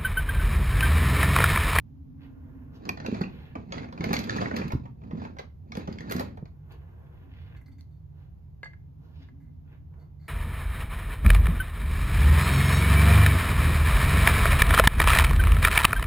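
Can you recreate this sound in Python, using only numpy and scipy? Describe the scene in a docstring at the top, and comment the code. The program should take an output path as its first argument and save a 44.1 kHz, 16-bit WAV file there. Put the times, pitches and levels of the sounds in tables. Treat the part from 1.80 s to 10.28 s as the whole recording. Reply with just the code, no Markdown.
"""Toy track pieces on a living-room floor. The room rumbles softly throughout; clothes swish first and
return between the other sounds. From 1 to 5 s someone rummages in a box to the right: the pieces catch
and slip in scrapes, collide in ringing clacks and bump the hollow box. From 5.8 s one piece, carried
over to the middle, rubs and ticks in the hand and is tapped against the laid track, loudest at 6.8 s."""
import sys
import numpy as np
from scipy import signal
from scipy.fft import rfft, irfft, next_fast_len
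from scipy.io import wavfile
from scipy.ndimage import uniform_filter1d, map_coordinates

SR = 44100
rng = np.random.default_rng(int(sys.argv[2]) if len(sys.argv) > 2 else 0)


def int16_out(signal):
    """Quantize to a 16-bit WAV file."""
    q = np.round(np.clip(np.atleast_2d(signal).T, -1, 1) * 32767)
    wavfile.write(sys.argv[1], SR, q.astype(np.int16))


N = 373968
MIC_DELAY_S, TOP_HZ = 0.00045, 16000  # travel time between the microphones; band limit


def amp(db):
    """Decibels to gain."""
    return 10 ** (np.asarray(db) / 20)


def unit(x):
    """Scale to rms 1."""
    return x / np.sqrt(np.mean(x ** 2) + 1e-20)


def struck(x):
    """Scale the loudest 5 ms to rms 1."""
    return x / np.sqrt(uniform_filter1d(x ** 2, 220).max() + 1e-20)


def along(points, hz):
    """Interpolate (f/Hz, value) points on a log axis."""
    f, value = np.transpose(points)
    return np.interp(np.log(hz + 1), np.log(f + 1), value)


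def wobble(knots_per_s):
    """Smooth random curve."""
    knots = rng.standard_normal(int(N * knots_per_s / SR) + 4)
    return map_coordinates(knots, [np.arange(N) * knots_per_s / SR])


def filtered(x, response):
    """Apply a complex frequency response."""
    n = x.shape[-1]
    padded = next_fast_len(n + SR // 8)
    return irfft(rfft(x, padded) * response(np.fft.rfftfreq(padded, 1 / SR)), padded)[..., :n]


def coloured(x, spectrum):
    """Shape by (f/Hz, level/dB) points, to rms 1."""
    return unit(filtered(x, lambda hz: amp(along(spectrum, hz))))


def burst(t, lo_hz, hi_hz, t60_s, order=2):
    """Band noise: instant onset, exponential decay."""
    band = signal.butter(order, [lo_hz, hi_hz], 'band', fs=SR, output='sos')
    return struck(signal.sosfilt(band, rng.standard_normal(len(t)) * amp(-60 * t / t60_s)))


def ring(t, modes, scatter_db, detune):
    """Damped modes (f/Hz, level/dB, t60/s), varied at each strike."""
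    hz, db, t60_s = np.transpose(modes)[:, :, None]
    level, shift, sign = rng.standard_normal((3, len(hz), 1))
    waves = np.sign(sign) * np.sin(2 * np.pi * hz * (1 + detune * shift) * t)
    return struck(np.sum(amp(db + scatter_db * level - 60 * t / t60_s) * waves, axis=0))


def add(out, start_s, sound):
    """Mix sound into out."""
    part = out[..., max(round(start_s * SR), 0):][..., :sound.shape[-1]]
    part += sound[..., :part.shape[-1]]


def diffuse(size):
    """Noise from all around: alike at both microphones only in the bass."""
    def mid_side(hz):
        angle = np.arccos(0.97 * np.sinc(2 * hz * MIC_DELAY_S)) / 2
        return np.array([np.cos(angle), np.sin(angle)])
    mid, side = filtered(rng.standard_normal((2, size)), mid_side)
    return np.array([mid + side, mid - side])


# room decay: f/Hz, t60/s
ROOM_DECAY = [(150, 0.75), (500, 0.23), (1500, 0.26), (4000, 0.23), (10000, 0.18)]
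def in_room(x, bearing, wet_db, shade_db=0.52):
    """Sound from a bearing (-1 left, 1 right) reaches the nearer microphone first; the room answers."""
    hz, t, noise = signal.stft(diffuse(SR // 3), SR, nperseg=256)
    decay = amp(-60 * t / along(ROOM_DECAY, hz)[:, None])
    onset = 1 - np.exp(-t / 0.00076)
    tail = signal.istft(noise * decay * onset, SR, nperseg=256)[1]
    out = amp(wet_db) * signal.fftconvolve(x[None], tail / np.linalg.norm(tail[0]), axes=1)
    nearness = bearing * np.array([[-1], [1]])
    direct = filtered(x, lambda f: np.exp(1j * np.pi * f * MIC_DELAY_S * (nearness - 1)))
    add(out, 0, amp(shade_db * nearness) * direct)
    return out[:, :N]


# room rumble, low noise band and microphone hiss spectra: f/Hz, level/dB
ROOM_SPECTRUM = [(20, -27.5), (40, -14.5), (86, 0), (118, -12.5), (148, -3.5), (185, -22.5), (300, -32),
                 (550, -43.5), (850, -42.5), (4400, -75)]
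LOW_BAND_SPECTRUM = [(170, -34.5), (240, 0.5), (275, 4.5), (310, -18), (400, -36.5), (900, -70)]
HISS_SPECTRUM = [(2000, 3.5), (5000, -3), (9000, -12), (12500, -2), (14500, -5.5), (16000, -12)]
# recorder lets the low band through: centre t/s, length/s, rel. level/dB
LOW_BAND_SWELLS = [(0.68, 1, -46.5), (5.5, 0.1, -53.5), (5.94, 0.13, -53.5), (7.55, 0.54, -56)]
def background():
    """Room rumble, a noise band near 270 Hz that the recorder lets swell and fade, microphone hiss."""
    centre_s, length_s, db = np.transpose(LOW_BAND_SWELLS)
    t = np.arange(N) / SR
    bells = np.exp(-(2 * (t - centre_s[:, None]) / length_s[:, None]) ** 2)
    swell = np.sqrt(amp(db - 5) ** 2 @ bells)
    low_band = swell * coloured(diffuse(N), LOW_BAND_SPECTRUM)
    rumble = amp(-47) * coloured(diffuse(N), ROOM_SPECTRUM)
    hiss = amp(-83.5) * coloured(rng.standard_normal((2, N)), HISS_SPECTRUM)
    return (rumble + low_band) * amp([[-0.5], [0.5]]) + hiss


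# cloth swish and dull rub spectra: f/Hz, level/dB
SWISH_SPECTRUM = [(900, -8.5), (1800, 1.5), (2900, -1), (3900, -7.5), (8000, -45.5)]
CLOTH_RUB_SPECTRUM = [(200, -3), (420, 4.5), (600, -3), (850, -2), (1500, -9), (2300, -22.5), (5000, -37.5)]
# cloth strokes: centre t/s, length/s, rel. rub level/dB, swish level/dB, swish f/Hz
CLOTH_STROKES = [(0.433, .07, -71, -68, 2670), (0.729, 0.63, -65.5, -78, 1997),
                 (0.955, .06, -64.5, -69.5, 4000), (1.591, 0.26, -61, -62.5, 2705),
                 (4.922, 0.06, -62, -66, 3024), (5.146, 0.74, -65.5, -79.5, 2310),
                 (5.387, 0.16, -78.5, -73.5, 2546), (5.613, 0.26, -70, -68.5, 2720),
                 (5.728, 0.13, -69, -70, 2167), (6.411, 0.15, -70.5, -80, 2996),
                 (7.267, 0.14, -68, -81.5, 3800), (7.402, 0.13, -68, -69.5, 3350),
                 (7.922, .11, -68.5, -73, 2393), (8.189, 0.14, -66, -90.5, 2000)]
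def clothes(spectrum_centre_hz=2500, pitch_sag=0.23):
    """Fabric rubs dully as the body turns; threads catch in a swish whose pitch follows the speed."""
    t = np.arange(N) / SR
    rub_gain, swish, hiss_gain = np.zeros((3, N))
    threads = coloured(rng.standard_normal(N) * amp(4.3 * wobble(350)), SWISH_SPECTRUM)
    for centre_s, length_s, rub_db, swish_db, hz in CLOTH_STROKES:
        near = np.abs(t - centre_s) < 1.5 * length_s
        speed = np.exp(-np.abs(2 * (t[near] - centre_s) / length_s) ** 2.6)
        travel = centre_s * SR + np.cumsum(hz / spectrum_centre_hz * (1 - pitch_sag * (1 - speed)))
        swish[near] += amp(swish_db) * speed * np.interp(travel % N, np.arange(N), threads)
        hiss_gain[near] += np.hypot(amp(swish_db), amp(rub_db)) * speed
        rub_gain[near] += amp(rub_db) * speed
    rub = amp(-1.1) * rub_gain * coloured(rng.standard_normal(N), CLOTH_RUB_SPECTRUM)
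    # the recorder's high hiss rises with each swish
    hiss = amp(-20.5) * hiss_gain * coloured(rng.standard_normal(N), [(7000, -20), (13000, -5.5)])
    flicker = amp(1.2 * wobble(45))
    return in_room((rub + swish + hiss) * flicker, bearing=0.3, wet_db=-1)


# hand pushes through the pile: full-force t/s, hold/s, rel. level/dB
HAND_PUSHES = [(1.063, 0.037, -58), (1.269, 0.16, -53.5), (1.784, 0.027, -65.5), (1.948, 0.066, -54),
               (2.26, 0.059, -42), (2.344, 0.041, -40), (2.487, 0.17, -45.5), (2.764, 0.054, -46.5),
               (2.886, 0.17, -71.5), (3.252, 0.18, -70), (3.379, 0.067, -58.5), (3.987, 0.019, -55.5),
               (4.091, 0.33, -62), (4.323, 0.066, -46)]
def push_level_db(t, rise_db_per_s=262.5, fall_db_per_s=206.5):
    """Each push builds up, holds and lets the pile settle."""
    return np.max([db - rise_db_per_s * np.maximum(s - t, 0)
                   - fall_db_per_s * np.maximum(t - s - hold_s, 0)
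                   for s, hold_s, db in HAND_PUSHES], axis=0)


# body modes: ratio to main mode, level/dB, t60/s
BODY_MODES = [(1, -1, 0.021), (1.105, -10, 0.027), (0.785, -3.5, 0.016)]
def body_ring(t, main_hz):
    """A piece's hollow body rings."""
    ratio, db, t60_s = np.transpose(BODY_MODES)
    return ring(t, np.transpose([ratio * main_hz, db, t60_s]), scatter_db=3, detune=0.0054)


# rim modes, common to the pile's pieces: f/Hz, level/dB, t60/s
RIM_MODES = [(3430, -7.5, 0.028), (4010, 1, 0.013), (4440, -1, .02), (4824, -7, 0.024), (5200, -11.5, .016),
             (6450, -9.5, 0.018)]
def rim_ring(t):
    """A piece's rim rings brightly."""
    return ring(t, RIM_MODES, scatter_db=3.5, detune=0.014)


# sliding pieces: main mode f/Hz, rel. level/dB
SLIDING_PIECES = [(1735, -8), (2190, -11), (2430, -9.5)]
def sliding(catches_per_s=170):
    """Each piece catches at random and rings with its own modes; its level wanders."""
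    out, t = np.zeros(N), np.arange(SR // 16) / SR
    for hz, db in SLIDING_PIECES:
        catches = (rng.random(N) < catches_per_s / SR) * rng.uniform(-0.67, 1, N)
        response = body_ring(t, hz) + amp(-6.5) * rim_ring(t)
        strength = amp(7.2 * np.tanh(wobble(25)))
        out += amp(db) * unit(signal.fftconvolve(catches * strength, response)[:N])
    return out


# scrape, grinding edge and box rumble spectra: f/Hz, level/dB
SCRAPE_SPECTRUM = [(300, -6), (500, 8), (700, -17.5), (1100, 6), (1500, -3), (2500, -7), (4400, -15),
                   (9000, -29), (16000, -53.5)]
EDGE_SPECTRUM = [(4000, -22), (6500, 5.5), (10000, -11.5), (12500, -8.5), (15000, 0)]
BOX_SPECTRUM = [(20, -33.5), (80, -6), (140, -5), (200, 2.5), (270, -5.5), (380, -13), (520, -20.5),
                (900, -24.5), (2000, -69)]
def stirring(slips_per_s=1200, typical_push_db=-47.5, rumble_db_per_db=0.52):
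    """Pieces catch and slip in many tiny contacts; harder pushes are brighter and rumble the box."""
    push_db = push_level_db(np.arange(N) / SR)
    push = amp(push_db)
    slips = (rng.random(N) < slips_per_s / SR) * rng.standard_normal(N)
    grip = amp(11 * np.tanh(wobble(110)))
    friction = unit(slips * grip) + 0.16 * rng.standard_normal(N)
    faces = amp(-1.5) * coloured(friction, SCRAPE_SPECTRUM)
    edges = amp(-22) * push / push.max() * coloured(friction, EDGE_SPECTRUM)
    scrape = amp(-0.5) * push * (sliding() + faces + edges)
    rumble = amp(-36 + rumble_db_per_db * (push_db - typical_push_db)) * coloured(slips, BOX_SPECTRUM)
    return in_room(scrape, bearing=0.9, wet_db=-0.5) + in_room(rumble, bearing=0.68, wet_db=-12)


def chatter(x, spread_s, rebound_db, count=6):
    """A loose piece touches again within milliseconds; later rebounds tend to be weaker."""
    delays_s, sizes = rng.exponential(spread_s, count), rng.standard_normal(count)
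    out = x.copy()
    for delay_s, size in zip(delays_s, sizes):
        add(out, delay_s, amp(rebound_db) * size * np.exp(-delay_s / (2 * spread_s)) * x)
    return out


def jostles(count=20, main_hz=2103, spread_octaves=0.32, spread_db=2.5):
    """Small chance collisions that follow the push level; rows as in COLLISIONS."""
    when, strength, pitch = rng.random((count, 3)).T
    first_s, last_s = HAND_PUSHES[0][0], HAND_PUSHES[-1][0]
    s = first_s + when * (last_s - first_s)
    db = push_level_db(s) + 1.5 + spread_db * (2 * strength - 1)
    hz = main_hz * 2 ** (spread_octaves * (2 * pitch - 1))
    return list(zip(s, db, hz, db + 4, db - 4.5, db - 20))


# collisions in the box, relative levels: t/s, ring/dB, main mode f/Hz, knock/dB, rim/dB, snap/dB
COLLISIONS = [(1.0525, -47, 2650, -33.5, -43, -60), (1.0905, -12, 2430, -22, -22.5, -28.5),
              (1.172, -35, 1800, -35.5, -40.5, -83), (1.2002, -31.5, 1850, -37, -42, -74),
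              (1.2465, -50, 2460, -31.5, -60, -87), (1.262, -26.5, 2450, -29.5, -31.5, -43.5),
              (1.3447, -36, 2290, -35.5, -42, -62), (1.4085, -38, 1850, -30, -55, -47),
              (1.4146, -27.5, 1900, -44, -33, -51), (1.4365, -27.5, 2510, -35, -47, -69),
              (1.7527, -32, 2290, -31, -60, -78), (1.922, -26.5, 2225, -28, -29, -66),
              (1.94, -37, 2410, -33, -43, -70), (1.9805, -30.5, 1950, -33.5, -36, -62),
              (2.0303, -39.5, 2100, -38, -56, -75), (2.042, -43, 1980, -40, -51, -81),
              (2.087, -45.5, 2240, -46, -58, -82), (2.1244, -47, 2120, -36, -45, -60),
              (2.176, -36, 2410, -35, -49, -71), (2.207, -31, 2190, -31, -37.5, -64.5),
              (2.2403, -23.5, 2150, -22.5, -30, -37.5), (2.3071, -27, 2160, -22.5, -49, -62),
              (2.3298, -21, 2370, -20, -26, -22), (2.3385, -23, 2220, -34, -22, -37),
              (2.3655, -17.5, 2080, -35, -22.5, -41), (2.3895, -30, 2167, -49, -26.5, -30),
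              (2.4393, -35, 1770, -41, -34, -40), (2.4945, -16, 1724, -30, -27.5, -61),
              (2.505, -43, 1730, -37, -29.5, -64), (2.5636, -42, 1710, -31.5, -34.5, -45),
              (2.5835, -21, 1744, -34, -43, -55), (2.6135, -30.5, 1830, -24.5, -32, -65),
              (2.6569, -16.5, 1960, -26.5, -50, -71), (2.7107, -24, 1880, -30, -49, -67),
              (2.7397, -33, 1680, -30.5, -62, -55), (2.7641, -26.5, 2410, -34, -27.5, -33),
              (2.816, -27.5, 2440, -30, -58, -54.5), (2.8797, -41, 2580, -51, -43, -44),
              (2.9042, -32, 2210, -34, -56, -69), (2.9195, -38, 2446, -30, -38, -38),
              (3.054, -55, 2380, -43, -68.5, -79.5), (3.2165, -59, 2400, -50.5, -68, -79),
              (3.236, -52, 2440, -50, -67, -73), (3.3084, -44.5, 1910, -39, -72, -75),
              (3.417, -47, 2430, -34.5, -66, -71), (3.4485, -44, 2270, -34.5, -57, -77),
              (3.5657, -47.5, 2190, -41, -66, -85), (3.586, -29.5, 2053, -38.5, -36.5, -57),
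              (3.5925, -50.5, 2280, -30.5, -40.5, -55.5), (3.9193, -30, 2210, -39.5, -37.5, -64),
              (3.9516, -60, 2330, -35, -37, -53), (3.9695, -31, 2220, -34, -35.5, -40),
              (4.0741, -52, 2400, -34.5, -40.5, -59), (4.126, -43, 1920, -63, -40, -54),
              (4.1849, -30.5, 2170, -55, -41.5, -77), (4.2057, -31, 1830, -43, -42, -54),
              (4.2961, -28.5, 1670, -44, -37.5, -41), (4.3101, -28, 2030, -28.5, -30, -29),
              (4.3205, -23.5, 1920, -43.5, -31.5, -23.5), (4.364, -26.5, 1700, -55, -33, -36),
              (4.395, -25, 1880, -29, -32, -31.5), (4.4039, -32, 1980, -29, -45, -33),
              (4.5715, -59, 1900, -40.5, -57.5, -61), (4.655, -52.5, 2160, -45.5, -54.5, -74.5),
              (4.92, -63.5, 2200, -56.5, -54, -52)]
def clacks(buried_db=-24):
    """Pieces of different lengths collide: hollow ring, dull knock, bright rim, sharp edge snap."""
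    out, t = np.zeros((2, N)), np.arange(SR // 8) / SR
    graze = 1 - np.exp(-t / 0.0027)  # edges graze before they meet fully
    for s, ring_db, hz, knock_db, rim_db, snap_db in list(COLLISIONS) + jostles():
        rim = struck(chatter(rim_ring(t), spread_s=0.0036, rebound_db=-17.5))
        crack = amp(5) * burst(t, 1500, 5600, t60_s=0.009, order=3)
        knock = amp(knock_db) * burst(t, 400, 1300, t60_s=0.04)
        snap = amp(snap_db) * burst(t, 6000, TOP_HZ, t60_s=0.017, order=3)
        contact = amp(ring_db) * body_ring(t, hz) + amp(rim_db) * (rim + crack) + knock + snap
        wet_db = -4 - 0.65 * max(ring_db - buried_db, 0)  # top of the pile: louder, drier
        add(out, s, amp(-3.5) * in_room(contact * graze, bearing=rng.uniform(0.74, 1), wet_db=wet_db))
    return out


# bumps on the box: t/s, rel. level/dB, f/Hz
BOX_BUMPS = [(1.283, -24.5, 224.5), (1.325, -21.5, 218), (1.412, -19, 186), (1.443, -32.5, 174.3),
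             (1.759, -31, 266), (2.205, -24, 164.7), (2.266, -25.5, 199.2), (2.306, -25, 206),
             (2.737, -26, 221), (2.793, -25.5, 204), (2.854, -27, 166), (2.935, -19.5, 112.7),
             (2.95, -15.5, 122.6), (3.332, -26.5, 184.7), (3.348, -26.5, 184.7), (3.974, -25, 202.3),
             (4.085, -28, 207.4), (4.35, -23.5, 178.7), (4.398, -25.5, 240), (4.626, -31, 162.2)]
def box_bumps():
    """The box's floor and walls give a few soft swings as the pile shifts."""
    out, t = np.zeros((2, N)), np.arange(SR // 6) / SR
    onset = (1 - np.exp(-t / 0.00095)) ** 2
    for s, db, hz in BOX_BUMPS:
        modes = [(hz, 0, 0.05), (1.9 * hz, -11, 0.04), (2.5 * hz, -17, 0.035)]
        bump = struck(onset * ring(t, modes, scatter_db=2, detune=0.0015))
        add(out, s, amp(db - 2.5) * in_room(bump, bearing=0.2, wet_db=-15, shade_db=2.5))
    return out


# carried piece's modes: f/Hz, level/dB, full t60/s
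CARRIED_MODES = [(577, -16.5, .074), (800, -16, .059), (1667, 3, 0.08), (2065, -1.5, 0.15),
                 (2060, -11.5, 0.039), (2910, -20.5, 0.049), (3575, -6, 0.06), (4380, -4, 0.069),
                 (4480, 1.5, 0.07), (4590, -1, 0.061), (6240, -8, 0.032), (7500, -5, 0.039)]
def carried_ring(t, low_db, high_db, t60_share):
    """Soft contact favours the carried piece's low modes, hard contact its high modes."""
    hz, db, t60_s = np.transpose(CARRIED_MODES)
    db = db + low_db * (hz < 1850) + high_db * (hz > 3200)
    return ring(t, np.transpose([hz, db, t60_s * t60_share]), scatter_db=0.5, detune=0.004)


# carried piece on another: t/s, rel. level/dB, high modes/dB, slide time constant/s
PIECE_RUBS = [(5.7675, -51, -14, 0.0079), (5.8153, -51, -32, 0.007), (5.863, -54, -5, 0.007),
              (5.8834, -51, -15, 0.0076), (5.918, -59, 1.5, 0.013), (5.985, -55.5, -2, 0.012),
              (6.11, -69, 13, .035), (7.6, -62, -27.5, 0.039), (8.197, -62, -2.5, 0.024),
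              (8.397, -58, -5.5, 0.11)]
def piece_rubs():
    """A short swell of friction feeds the piece's modes; the surfaces scuff dully."""
    out, t = np.zeros((2, N)), np.arange(SR // 4) / SR
    scuff_spectrum = [(300, -15), (800, -5.5), (1400, -10), (3000, -40), (8000, -16.5), (12000, -17)]
    for s, db, high_db, slide_s in PIECE_RUBS:
        friction = rng.standard_normal(len(t)) * np.sqrt(t) * np.exp(-t / slide_s)
        response = carried_ring(t, low_db=-11, high_db=high_db, t60_share=0.36)
        squeak = struck(signal.fftconvolve(friction, response)[:len(t)])
        scuff = amp(-5) * struck(coloured(friction, scuff_spectrum))
        add(out, s - 0.004, amp(db - 13) * in_room(squeak + scuff, bearing=0.066, wet_db=-5.5))
    return out


# taps of the carried piece: t/s, rel. level/dB, low modes/dB, high modes/dB, share of full t60
PIECE_TAPS = [(6.0092, -54, -11, 15.5, 0.15), (6.8317, -31, -5, -23.5, 0.92),
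              (6.8453, -48.5, -10.5, 5.5, 0.77), (6.857, -39, 0, -19.5, 0.6), (6.867, -50.5, -6.5, -8, 0.7),
              (6.9335, -49, -1, -24.5, 0.54), (7.4868, -54.5, 0, -20, 0.44), (8.139, -65, 10, -18.5, 0.1)]
def piece_taps():
    """A tap sets the piece ringing, briefly if it is held or lies flat."""
    out, t = np.zeros((2, N)), np.arange(SR // 4) / SR
    for s, db, low_db, high_db, t60_share in PIECE_TAPS:
        knock = amp(low_db - 4.5) * burst(t, 460, 1500, t60_s=0.027)
        snap = amp(high_db - 18) * burst(t, 2500, 10000, t60_s=0.008)
        tap = carried_ring(t, low_db, high_db, t60_share) + knock + snap
        add(out, s, amp(db - 4.5) * in_room(tap, bearing=-0.17, wet_db=-8))
    return out


def scene():
    """Stereo sum of background, clothes, box and carried piece."""
    return background() + clothes() + stirring() + clacks() + box_bumps() + piece_rubs() + piece_taps()


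# stereo widening: f/Hz, side gain/dB
SIDE_GAIN = [(100, 5.5), (200, 6.5), (400, 10), (700, 7.5), (1300, 1.5), (2500, 1)]
# treble phase, left against right: f/Hz, phase/rad
LEFT_PHASE = [(6300, .4), (7800, 3.3), (9600, 2.9), (11000, 1), (12500, .5)]
# dip near 9.6 kHz and top cut-off from audio compression: f/Hz, gain/dB
CODEC_GAIN = [(7000, 0), (8200, -1), (9600, -6), (11500, -1), (13500, -1), (15000, -6), (15500, -15),
              (16000, -30)]
def record(dry):
    """The recorder widens the mids and shares the right mic's treble; the codec dips and cuts the top."""
    def mono_share(hz):
        return along([(6000, 0.017), (7700, 0.8)], hz)
    def treble_feed(hz):
        return np.sqrt(mono_share(hz)) * np.exp(1j * along(LEFT_PHASE, hz) * np.array([[1], [0]]))
    left, right = dry
    mid = (left + right) / 2
    side = filtered((left - right) / 2, lambda hz: amp(along(SIDE_GAIN, hz)))
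    pair = filtered(np.array([mid + side, mid - side]), lambda hz: np.sqrt(1 - mono_share(hz)))
    treble = filtered(right, treble_feed)
    return filtered(pair + treble, lambda hz: amp(along(CODEC_GAIN, hz)) * (hz < TOP_HZ))


dry = scene()
out = record(dry)
int16_out(out)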